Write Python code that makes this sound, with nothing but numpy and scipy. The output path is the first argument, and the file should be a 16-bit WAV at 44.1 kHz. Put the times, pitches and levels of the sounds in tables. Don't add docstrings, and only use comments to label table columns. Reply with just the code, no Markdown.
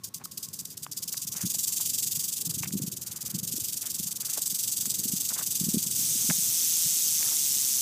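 import sys
import numpy as np
from scipy import signal
from scipy.fft import rfft, irfft, next_fast_len
from scipy.io import wavfile
from scipy.ndimage import uniform_filter1d, minimum_filter1d

SR = 44100
rng = np.random.default_rng(int(sys.argv[2]) if len(sys.argv) > 2 else 0)


def master(y):
    cut = np.clip(np.atleast_2d(y).T, -1, 1)
    pcm = np.round(cut * 32767)
    wavfile.write(sys.argv[1], SR, pcm.astype(np.int16))


def how_loud(loudness_db):
    steps = np.asarray(loudness_db, float) / 20
    return 10 ** steps


N = 344421

# t/s, peak level/dB, time to peak/ms, burst length/ms, drop to loose rattle/dB
TWITCHES = [(0.034, -33, 11, 20, -5.5), (0.085, -41, 3.0, 5.3, -24), (0.138, -32.5, 8.2, 13, -6),
            (0.182, -41, 3.0, 4.0, -15), (0.237, -35.5, 20, 21.3, -14), (0.31, -39, 9.9, 15, -6),
            (0.371, -30.5, 8.7, 13.4, -11), (0.425, -32, 4.7, 34, -9), (0.483, -35.5, 6.4, 5.2, -13.5),
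            (0.529, -33, 16, 15, -7.5), (0.587, -31.5, 2.6, 26, -10.5), (0.649, -31.5, 7, 8.4, -11.5),
            (0.698, -40, 9.5, 47, -12), (0.768, -34, 9.5, 11, -11), (0.822, -34.5, 13.0, 27, -14),
            (0.862, -47.4, 3.0, 3.4, -4.5), (0.912, -33.5, 4.5, 23, -9.5), (0.965, -31, 9.8, 27, -11),
            (1.019, -31, 14, 23, -11.5), (1.075, -29.5, 5.1, 23.0, -9), (1.118, -30, 9.7, 21, -7),
            (1.166, -28.5, 12, 15, -8), (1.214, -31.4, 7.1, 38, -15), (1.267, -30, 6.8, 25, -11)]
# t/s, peak level/dB, drop to loose rattle/dB
SHAKING = [(1.313, -31.5, -5.5), (1.452, -28, -7), (1.582, -25.5, -5), (1.67, -25.5, -7.5), (1.76, -26, -3),
           (2.063, -25.5, -6), (2.359, -28, -7), (2.447, -28, -16), (2.492, -28, -11.5), (2.623, -31, -9),
           (2.911, -32, -11.5), (3.06, -33, -8), (3.202, -32, -9.5), (3.298, -30.5, -13), (3.513, -29, -8),
           (3.634, -28.5, -5), (3.897, -29.5, -8), (4.063, -28.5, -7.5), (4.153, -30.5, -12.5),
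           (4.197, -28, -10), (4.246, -29, -5.5), (4.455, -26.5, -6.5), (4.802, -26.5, -4),
           (5.03, -26.5, -6.5), (5.283, -27, -2), (5.42, -27, -6), (5.503, -25.5, -3), (5.776, -26.5, -2.5),
           (5.945, -26, -0.5)]
# t/s, peak level/dB, time to peak/ms, burst length/ms, drop/dB
FLICK_SPREAD = (0.0015, 0.27, 1.6, 3.3, 1.35)
# t/s, level/dB, throws per second/Hz, throb depth/0-1
BUZZ = [
    (5.96, -57, 210, .2),
    (5.99, -30, 173, 0),
    (6.1, -27.5, 210, 0.06),
    (6.35, -27, 165, 0.4),
    (6.6, -26, 164, 0.58),
    (6.85, -25.5, 168, 0.5),
    (7.3, -26.5, 150, 0.45),
    (7.55, -26, 144, 0.6),
    (7.81, -26.5, 130, 0.45),
]
# f/Hz, density/dB per Hz
FLICK_SHELL = [(1290, -37), (2200, -23), (2660, -16), (3690, -9), (4330, -10), (4730, -2.5), (5120, -5.5),
               (6160, -0.5), (6990, -0.5), (7630, 0), (10700, -4.5), (13700, -3), (14800, -4.5)]
# f/Hz, density/dB per Hz
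BUZZ_SHELL = [(1000, -33), (1700, -26.5), (3570, -9.5), (4090, -10.5), (5130, -4.5), (5720, -1), (6380, 0),
              (8140, -1.5), (10100, -4.5), (14800, -4.5)]
# t/s, f/Hz, level/dB
SHELL_RING = [
    (0, 4970, 3.5),
    (1.2, 5070, 4.5),
    (1.6, 7300, 3),
    (2.4, 7700, 2),
    (3.8, 6760, -0.8),
    (4.6, 8100, 4),
    (5.5, 7800, 2),
    (6.2, 8200, 3.5),
    (6.75, 7900, 2),
    (7.81, 7300, 1.5),
]
# f/Hz, width/Hz, level/dB, start t/s
LOW_RING = (6250, 430, 2, 4)
# f/Hz, width/Hz, level/dB
HOLLOW = (7100, 560, -0.72)
# t/s, level/dB
WIND = [(0, -51.5), (.85, -52), (1.4, -49), (1.7, -52.5), (2, -47), (2.35, -52.5), (2.5, -44), (2.9, -45),
        (3.15, -51), (3.4, -41.5), (3.85, -51.5), (4.05, -49.5), (4.4, -55), (5.05, -45), (5.35, -51),
        (5.9, -43.5), (6.4, -49), (6.75, -54)]
# f/Hz, density/dB per Hz
WIND_COLOUR = [(18, -66), (30, -39), (101, -2), (177, 0.5), (259, -9), (292, -11), (426, -17), (550, -21),
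               (720, -34.5), (1210, -120)]
# t/s, peak level/dB, f/Hz
BUFFETS = [(1.44, -25.5, 162), (1.45, -24, 163), (1.468, -32.5, 207), (2.472, -34, 153), (2.496, -33, 155),
           (2.574, -31.5, 166), (2.609, -32, 136), (2.689, -34, 175), (2.74, -24, 196), (2.755, -22.5, 200),
           (2.766, -28, 195), (2.8, -30, 258), (2.819, -28, 158), (2.84, -27.5, 187), (2.881, -29.5, 172),
           (3.35, -26.5, 170), (3.433, -34, 170), (3.541, -32.5, 230), (5.057, -31.5, 234),
           (5.138, -25, 188), (5.614, -25, 180), (5.638, -27.5, 184), (5.669, -27, 180), (5.687, -22, 195),
           (5.745, -18.5, 225), (5.758, -28.5, 266), (5.772, -19, 194), (6.2939, -25, 230),
           (6.306, -23, 174), (6.863, -34, 159)]
# t/s, peak level/dB, f/Hz
PUFFS = [(0.487, -41, 148), (2.175, -37.5, 144), (2.673, -32, 167), (2.716, -34, 174), (3.341, -34.5, 183),
         (3.381, -34, 210), (3.583, -37, 312), (4.001, -32.5, 185), (4.062, -36.5, 168),
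         (4.531, -36.5, 176), (4.874, -37, 235), (4.996, -33.5, 184), (5.12, -40.5, 252), (5.867, -33, 177),
         (6.156, -35, 235), (6.246, -35.5, 218), (6.387, -35, 194)]
# t/s, peak level/dB, f/Hz, ring/ms
SNAPS = [(0.216, -40, 960, 1.5), (0.257, -38, 1243, 3.3), (0.866, -28, 1110, 1.2), (1.144, -29, 1685, 0.26),
         (1.354, -40, 1120, 1.1), (1.411, -40, 1760, 1.3), (1.804, -38, 998, 1.2), (2.634, -23, 2480, 1.1),
         (2.635, -29.5, 1060, 1.4), (2.66, -35, 2230, 1.6), (4.374, -32, 920, 1.2), (5.317, -38, 1280, 1.1),
         (5.326, -37, 1010, 1.2), (5.376, -40, 1184, 1.5), (5.391, -33, 1190, 2.5),
         (5.396, -37, 1370, 0.98), (5.413, -34, 1500, 0.89), (6.301, -15, 2300, 0.39),
         (6.308, -24, 1560, 0.8), (2.497, -47, 1200, .8), (2.515, -41, 1300, 0.66),
         (2.708, -36.5, 2030, 0.36), (6.311, -30, 820, 2.8), (7.229, -24, 2200, 0.52)]
# t/s, peak level/dB, f/Hz, ring/ms
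MORE_SNAPS = [
    (1.549, -37, 745, 0.8),
    (4.381, -30.5, 547, 1),
    (4.857, -33, 1450, 0.28),
    (7.318, -37, 940, 0.98),
]
# t/s, length/s, level/dB, f/Hz
SCRAPES = [(0.193, 0.044, -55, 885), (1.32, 0.15, -51.5, 1470), (2.628, 0.044, -46, 2000),
           (1.787, 0.04, -56, 990), (2.99, 0.445, -60, 1350), (3.817, 0.085, -52, 1600),
           (4.17, 0.26, -56.5, 1410), (4.373, 0.018, -47, 676), (5.295, 0.037, -47.5, 1190),
           (5.342, 0.097, -46.5, 1300), (6.296, 0.019, -36.5, 1150), (7.163, 0.22, -52.5, 1160)]
# f/Hz, density/dB per Hz
AIR_COLOUR = [(230, 0.5), (360, -4.5), (600, -14), (850, -10.5), (1350, -11.5), (2200, -16.5),
              (4000, -13.5), (15000, -25)]
# f/Hz, width/Hz, level/dB
WHINE = (1083, 16, -77)


def rattle():
    knocks, own = clacks(30000, spread_db=1.7, cycles=4.5)
    thrown = coloured(knocks, FLICK_SHELL, own)
    thrown = thrown * throb(135.0, 0.35, jitter=0.339, sharp=0.82) * how_loud(0.2 * wander(366.0))

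    buzz_db, throws_per_s, depth = curve(BUZZ)
    buzz_db[:round(BUZZ[0][0] * SR)] = -120
    buzz = coloured(knocks, BUZZ_SHELL, own) * throb(throws_per_s, depth, jitter=0.025, sharp=0.45)

    body_hz, body_share, body_db = 4160, 0.18, 1
    stroke_db = flick_level()
    soft_db = stroke_db + minimum_filter1d(-stroke_db, size=4000)
    body = signal.sosfiltfilt(signal.butter(2, body_hz, fs=SR, output="sos"), thrown)
    thrown = thrown + (how_loud(body_db + body_share * soft_db) - 1) * body

    both = how_loud(stroke_db) * evened(thrown) + how_loud(buzz_db) * evened(buzz)
    both = tinted(both, patchy_db=0.33)

    low_hz, low_width_hz, low_db, from_s = LOW_RING
    late = np.clip((np.arange(N) / SR - from_s) / 0.3, 0, 1)
    for hz, width_hz, db in ((low_hz, low_width_hz, low_db), HOLLOW):
        both = both + (how_loud(late * db) - 1) * resonate(both, hz, width_hz)
    ring_hz, ring_db = curve(SHELL_RING)
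    return both + (how_loud(ring_db) - 1) * resonate(both, ring_hz, width_hz=650)


def clacks(per_s, spread_db, cycles, count=32):
    size = how_loud(spread_db * np.minimum(rng.exponential(1, N), 5))
    size *= rng.random(N) < per_s / SR
    size *= rng.choice([-1., 1.], N)
    spot = rng.integers(0, count, N)
    t = np.arange(256) / SR
    hz = np.geomspace(1800, 15500, count)[:, None]
    rings = np.exp(-t * hz / cycles) * np.sin(2 * np.pi * hz * t) * np.sqrt(hz / cycles)
    out = sum(signal.oaconvolve(size * (spot == k), ring)[:N] for k, ring in enumerate(rings))
    mean_spectrum = np.sqrt((abs(rfft(rings, 2048)) ** 2).mean(0)) + 1e-6
    return out, mean_spectrum


def throb(per_s, depth, jitter, sharp):
    turns = np.cumsum(per_s * (1 + jitter * wander(59.4))) / SR
    wave = np.cos(2 * np.pi * turns) + sharp * np.cos(4 * np.pi * turns - 0.8)
    return np.sqrt(np.maximum(1 + depth * wave, 0.05))


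def flicks():
    beat_s, peak_ms, burst_ms = 0.045, 10.2, 26.6
    s, db, loose_db = np.transpose(SHAKING)
    beat = np.append(0, np.cumsum(np.round(np.diff(s) / beat_s)))
    every = np.arange(beat[-1] + 1)
    columns = (s, db, peak_ms, burst_ms, loose_db)
    rows = np.array([np.interp(every, beat, c * np.ones(len(s))) for c in columns]).T
    rows = rows + np.array(FLICK_SPREAD) * np.clip(rng.standard_normal(rows.shape), -2, 2)
    return np.vstack([TWITCHES, rows])


def flick_level():
    rise_ms, drop_ms, sag_db_per_ms = 2.2, 2.1, 0.2252
    table = flicks()
    rows = [(0, -70), (table[0, 0], -68)]
    next_s = np.append(table[1:, 0], BUZZ[1][0] + 0.099)
    for (s, db, peak_ms, burst_ms, loose_db), after_s in zip(table, next_s):
        gap_ms = 1000 * (after_s - s)
        at_ms = [rise_ms, peak_ms, min(peak_ms + 1.2, burst_ms), burst_ms, burst_ms + drop_ms, gap_ms]
        at_ms = np.minimum(np.maximum.accumulate(at_ms), gap_ms)
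        level_db = db + np.array([-7., 1.6, -0.7, -0.7, loose_db, loose_db])
        level_db = level_db - sag_db_per_ms * np.maximum(at_ms - peak_ms, 0)
        rows += zip(s + at_ms / 1000, level_db)
    rows.append((rows[-1][0] + 0.041, -70))
    return uniform_filter1d(curve(rows)[0], size=130)


def wind():
    lumps = how_loud(2.6 * wander(70.0))
    turbulence = coloured(rng.standard_normal(N), WIND_COLOUR) * lumps
    out = how_loud(curve(WIND)[0] - 2.5) * evened(turbulence)
    for s, db, hz in BUFFETS + PUFFS:
        lead_s, puff = wavelet(hz, 0.72 / hz, 0.85 / hz)
        add(out, s + lead_s, how_loud(db) * puff)
        lead_s, flap = wavelet(1.785 * hz, 0.42 / hz, 0.56 / hz)
        add(out, s + lead_s, how_loud(db - 13.5) * flap)
    return out


def feet():
    out = np.zeros(N)
    for s, db, hz, ring_ms in SNAPS + MORE_SNAPS:
        ring_ms = max(ring_ms, 0.2)
        lead_s, tick = wavelet(hz, 0.49 / hz, ring_ms / 2000)
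        add(out, s + lead_s, how_loud(db) * tick)
        lead_s, crack = wavelet(2.58 * hz, 0.4 / hz, ring_ms / 4000)
        add(out, s + lead_s - 0.0005, how_loud(db - 6.0) * crack)

    crackle = how_loud(2.0 * np.minimum(rng.exponential(1, N), 5))
    crackle = crackle * (rng.random(N) < 2500 / SR) * rng.standard_normal(N)
    for s, length_s, db, hz in SCRAPES:
        part = crackle[round(s * SR):round((s + length_s) * SR)]
        part = evened(resonate(resonate(part, hz, 1.3 * hz), hz, 2 * hz))
        add(out, s, how_loud(db) * part * signal.windows.tukey(len(part), 0.5))
    return out


def air():
    hiss_db, rise_db_per_s = -62.5, 1.05
    hiss = tinted(coloured(rng.standard_normal(N), AIR_COLOUR), patchy_db=2.0)
    hiss = hiss * how_loud(hiss_db + rise_db_per_s * np.arange(N) / SR)
    hz, width_hz, db = WHINE
    whine = evened(resonate(rng.standard_normal(N), hz, width_hz))
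    return hiss + how_loud(db + 8.2 * np.tanh(wander(1.5))) * whine


def evened(x):
    return x / np.sqrt(np.mean(x ** 2) + 1e-20)


def curve(rows):
    s, *columns = np.transpose(rows)
    return [np.interp(np.arange(N) / SR, s, c) for c in columns]


def coloured(x, points, own=1):
    size = next_fast_len(N + 4096)
    hz = np.fft.rfftfreq(size, 1 / SR) + 1
    f, db = np.transpose(points)
    outside_oct = np.maximum(np.log2(f[0] / hz), 0) + np.maximum(np.log2(hz / f[-1]), 0)
    gain = how_loud(np.interp(np.log(hz), np.log(f), db) - 24 * outside_oct)
    own = np.interp(np.linspace(0, 1, len(hz)), np.linspace(0, 1, np.size(own)), np.ravel(own))
    return evened(irfft(rfft(x, size) * gain / own, size)[:N])


def resonate(x, hz, width_hz):
    turn = np.exp(2j * np.pi * np.cumsum(hz * np.ones(len(x))) / SR)
    r = np.exp(-np.pi * width_hz / SR)
    return 2 * (turn * signal.lfilter([1 - r], [1, -r], x / turn)).real


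def tinted(x, patchy_db):
    z = signal.stft(x, nperseg=256)[2]
    patches = uniform_filter1d(rng.standard_normal(z.shape[::-1]), size=4, axis=1)
    patches = uniform_filter1d(patches, size=10, axis=0)
    return signal.istft(z * how_loud(patchy_db * evened(patches).T), nperseg=256)[1][:N]


def wander(hz):
    low = signal.butter(2, hz, fs=SR, output="sos")
    return evened(signal.sosfiltfilt(low, rng.standard_normal(N), padtype="even"))


def wavelet(hz, rise_s, ring_s):
    t = np.arange(-3 * rise_s, 6 * ring_s, 1 / SR)
    shape = np.where(t < 0, np.exp(-(t / rise_s) ** 2), 1 / np.cosh(t / ring_s))
    return t[0], -shape * np.cos(2 * np.pi * hz * t)


def add(mix, s, sound):
    part = mix[max(round(s * SR), 0):][:len(sound)]
    part += sound[:len(part)]


def scene():
    return (rattle() + wind() + feet() + air())[None]


def band_limit(x):
    return signal.sosfilt(signal.butter(12, 16170, fs=SR, output="sos"), x)


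def record(dry):
    rumble_cut_hz, edge_hz = 60, 15330
    cut = signal.sosfilt(signal.butter(2, rumble_cut_hz, "high", fs=SR, output="sos"), dry)
    edge = signal.firwin(601, edge_hz, window=("kaiser", 9), fs=SR)
    mix = signal.oaconvolve(cut, edge[None], "same")
    return band_limit(mix)


dry = scene()
out = record(dry)
master(out)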